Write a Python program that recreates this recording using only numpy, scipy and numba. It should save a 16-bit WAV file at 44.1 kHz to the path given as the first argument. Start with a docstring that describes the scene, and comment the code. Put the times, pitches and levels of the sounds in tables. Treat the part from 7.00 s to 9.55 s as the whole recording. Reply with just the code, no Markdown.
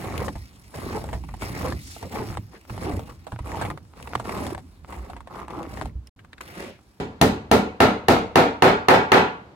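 """A hammer drives a nail into a long plywood box on a workshop bench, over quiet room tone.
We open on the tail of one blow; eight more follow, quick and slightly hastening. Each is a short
steel crack and clink, a knock of the panels, then their ringing modes, spread by the reverberant shed.
As the nail sinks, thump and click give way to a harder midrange knock. A limiter flattens every blow."""
import sys
import numpy as np
from scipy import signal
from scipy.fft import rfft, irfft, next_fast_len
from scipy.io import wavfile
from scipy.ndimage import uniform_filter1d
from numba import njit

SR = 44100
rng = np.random.default_rng(int(sys.argv[2]) if len(sys.argv) > 2 else 0)


def transcribe(signal):
    """Save signal, clipped to [-1, 1], as a 16-bit WAV file at the path in sys.argv[1]."""
    frames = np.atleast_2d(signal).T
    limited = np.clip(frames, -1, 1)
    pcm = np.round(limited * 32767).astype(np.int16)
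    wavfile.write(sys.argv[1], SR, pcm)


N = 112454

# stereo width, narrow in the bass and open on top: f/Hz, side minus mid/dB
WIDTH = [(60, -18), (160, -16), (350, -11), (700, -4.5), (1400, 1), (16000, 0)]


def amp(db):
    return 10 ** (np.asarray(db) / 20)


def rise(t, seconds):
    return 1 - np.exp(-np.maximum(t, 0) / seconds)


def bins(x):
    return np.fft.rfftfreq(x.shape[-1], 1 / SR)


def along(points, hz):
    """Read (f/Hz, value) points on a log-frequency axis."""
    f, v = np.array(points, float).T
    return np.interp(np.log(np.maximum(hz, 1)), np.log(f), v)


def stereo(noise, spectrum):
    """Colour two noises as mid and side; the left-right pair comes out at rms 1."""
    hz = bins(noise)
    coloured = rfft(noise) * amp(along(spectrum, hz))
    coloured[1] *= amp(along(WIDTH, hz))
    mid, side = irfft(coloured, noise.shape[-1])
    out = np.array([mid + side, mid - side])
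    return out / np.std(out)


def even(noise, t, span_s, smooth_bins):
    """Noise whose opening span_s has no broad spectral holes or humps."""
    window = np.maximum(np.exp(-t / span_s), .01)
    for _ in range(3):
        power = uniform_filter1d(abs(rfft(noise * window)) ** 2, smooth_bins, axis=-1)
        noise = irfft(rfft(noise) / np.sqrt(power / power.mean()), len(t))
    return noise


def ring(t, modes, phases, rise_s):
    """Decaying modes; the higher ones reach the two sides out of step."""
    out = 0
    for (hz, db, t60), (cycles, spread) in zip(modes, phases):
        apart = .47 * spread * amp(along(WIDTH, hz)) * np.array([[1], [-1]])
        decay = np.exp(-np.log(1000) * t / t60)
        out = out + amp(db) * decay * np.sin(2 * np.pi * (hz * t + cycles) + apart)
    return rise(t, rise_s) * out


def equalise(x, points):
    """Minimum-phase EQ through (f/Hz, gain/dB) points: nothing rings ahead of the attack."""
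    n = x.shape[-1]
    cepstrum = irfft(np.log(amp(along(points, bins(x)))), n)
    cepstrum[1:n // 2] *= 2
    cepstrum[n // 2 + 1:] = 0
    return irfft(rfft(x) * np.exp(rfft(cepstrum)), n)


def add(out, sound, start_s):
    """Mix a sound in at its time, trimmed to the scene."""
    i = int(round(start_s * SR))
    a, b = max(i, 0), min(i + sound.shape[-1], N)
    out[:, a:b] += sound[:, a - i:b - i]


def room_tone():
    """A quiet, dark bed of steady noise."""
    # background spectrum: f/Hz, level/dB
    spectrum = [(25, -24.5), (50, -5), (85, -0.5), (160, -8.5), (400, -8.5), (900, -17.5), (2000, -30.5),
                (4200, -35.5), (5500, -42.5), (9000, -50), (16000, -59)]
    return amp(-47.5) * stereo(rng.standard_normal((2, N)), spectrum)


def steel_crack(t, noise):
    """A few milliseconds of steel biting on steel."""
    # spectrum of the hit on the nail head: f/Hz, level/dB
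    spectrum = [(300, -4.5), (1000, 6.5), (2000, -3.5), (2800, 3), (3250, -2), (4100, 0.5), (5400, -12),
                (6300, -6.5), (8300, -19.5), (10700, -10), (16000, -22)]
    rise_s, hold_s, fall_s = .0015, .0039, .0015
    envelope = rise(t, rise_s) * np.exp(-np.maximum(t - hold_s, 0) / fall_s)
    return amp(-12.5) * envelope * stereo(even(noise, t, hold_s, smooth_bins=1000), spectrum)


def steel_clink(t, phases):
    """Hammer head and nail ring briefly, tuned a little differently at each contact."""
    # modes of head and nail: f/Hz, level/dB, t60/s
    modes = [(1822, 0, 0.15), (2072, -3.5, 0.13), (2795, 1, 0.042), (4137, 0.5, 0.021), (6113, -13, 0.069),
             (7290, -13.5, 0.01)]
    detuned = [(hz * (1 + .008 * rng.standard_normal()), db, t60) for hz, db, t60 in modes]
    return amp(-19) * ring(t, detuned, phases, rise_s=.00083)


def panel_knock(t, noise):
    """The panels' dense, quickly damped vibration gives the blow its body."""
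    # spectrum of the struck plywood: f/Hz, level/dB
    spectrum = [(40, -12), (90, -1), (220, 2), (420, -2), (590, -5.5), (840, 2.5), (1100, -10), (1500, -13),
                (3500, -23.5), (7000, -33), (16000, -48.5)]
    rise_s, fall_s = .0011, .02
    envelope = rise(t, rise_s) * np.exp(-t / fall_s)
    return amp(-6.5) * envelope * stereo(even(noise, t, fall_s, smooth_bins=140), spectrum)


def box_ring(t):
    """The box rings on in its modes, the deepest longest."""
    # modes of the plywood box: f/Hz, level/dB, t60/s
    modes = [(78.56, -16.5, 1), (108.9, -10, 0.53), (221.6, -1.5, 0.43), (258.8, 0, 0.42),
             (378.5, 2.5, 0.27), (446.3, -0.5, 0.42), (676, 2.5, 0.18), (785, -5, 0.28), (863, -6.5, 0.41),
             (1066, -20, 0.18), (1336, -4.5, 0.24), (1433, -14, 0.24), (1724, -12.5, 0.33),
             (1840, -18.5, 0.12)]
    phases = rng.standard_normal((len(modes), 2))
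    return amp(-16.5) * ring(t, modes, phases, rise_s=.0027)


def shed_reverb(t, noise):
    """Dense reflections build up and die away, the treble first."""
    # colour of the reverb: f/Hz, level/dB
    spectrum = [(30, -18), (70, -11.5), (160, -2.5), (260, -0.5), (480, 4.5), (610, -2.5), (760, -2),
                (900, -5), (1150, -13.5), (1330, -5.5), (1600, -15), (2250, -15), (3100, -21),
                (4000, -20.5), (5500, -28.5), (8000, -34), (11000, -32), (16000, -36.5)]
    # decay of the shed by band: f/Hz, t60/s
    decays = [(60, 0.61), (160, 0.49), (420, 0.37), (1100, .43), (2900, 0.39), (4800, 0.33), (7000, 0.33),
              (10000, 0.23), (15000, 0.2)]
    predelay_s, rise_s = .0032, .0047
    wash = rfft(stereo(even(noise, t, span_s=.048, smooth_bins=44), spectrum))
    out = 0
    for centre, t60 in decays:
        band = along([(hz, hz == centre) for hz, _ in decays], bins(noise))  # fades into its neighbours
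        out = out + irfft(wash * band, len(t)) * np.exp(-np.log(1000) * t / t60)
    return amp(-6.5) * rise(t - predelay_s, rise_s) * out


def scene():
    """The same steel, box and shed answer every blow, changing a little as the nail sinks."""
    # hammer blows: t/s, level/dB, thump/dB, knock/dB, bite/dB, click/dB, tail/dB
    blows = [(-0.095, -3, 2, -2.5, -5, 1.5, -0.6), (0.2127, 1.5, 3, -1.5, -2, 5, -4.5),
             (0.5132, 1.46, -0.1, -1.6, -2.2, 1, -1.27), (0.8025, -0.2, 0.3, 0.2, 2.1, -1, 1.2),
             (1.083, 1.2, -0.5, -0.2, -0.8, 0.2, -0.5), (1.356, 1.15, -2.5, 2.5, 1.6, -1, 0.5),
             (1.6217, 1.64, -2.5, 4, 3, -2, 1), (1.884, 1.35, -4.5, 5.5, 4.5, -1.5, 2.1),
             (2.118, 0.74, -4.5, 4, 6.5, -2, 1.47)]
    blow_s, morph_rad, scatter = .8, .45, .4
    t = np.arange(2 * next_fast_len(int(blow_s * SR / 2), True)) / SR
    early, late = rng.standard_normal((2, 3, 2, len(t)))
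    box = box_ring(t)
    steel_phases = rng.standard_normal((6, 2))  # phase and spread for each steel mode
    out = room_tone()
    for k, (start, db, thump_db, knock_db, bite_db, click_db, tail_db) in enumerate(blows):
        # the grain shifts from blow to blow, steadily and by chance
        grain = np.cos(k * morph_rad) * early + np.sin(k * morph_rad) * late
        crack_noise, knock_noise, shed_noise = grain + scatter * rng.standard_normal(grain.shape)
        attack = steel_crack(t, crack_noise) + steel_clink(t, steel_phases) + panel_knock(t, knock_noise)
        tail = amp(tail_db) * (box + shed_reverb(t, shed_noise))
        colour = [(85, 1.4 * thump_db), (190, thump_db), (420, 0),
                  (780, knock_db), (1700, bite_db), (9000, click_db)]
        add(out, amp(db) * equalise(attack + tail, colour), start)
    return out


@njit
def follow(x, attack, release):
    """Peak follower for the limiter."""
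    out, level = np.empty(len(x)), 0.
    for i in range(len(x)):
        level += (x[i] - level) * (attack if x[i] > level else release)
        out[i] = level
    return out


def record(dry):
    """The microphone loses deep bass; a fast limiter, a soft clip and a top cut follow."""
    low_cut_hz, top_hz = 53, 15750
    threshold_db, attack_s, release_s = -3.5, .00025, .013
    heard = signal.sosfilt(signal.butter(2, low_cut_hz, "high", fs=SR, output="sos"), dry)
    peak = follow(abs(heard).max(axis=0), rise(1 / SR, attack_s), rise(1 / SR, release_s))
    held = heard * np.minimum(1, amp(threshold_db) / (peak + 1e-9))
    rounded = held / (1 + held ** 4) ** .25
    return signal.sosfilt(signal.ellip(10, .2, 80, top_hz, fs=SR, output="sos"), rounded)


dry = scene()
out = record(dry)
transcribe(out)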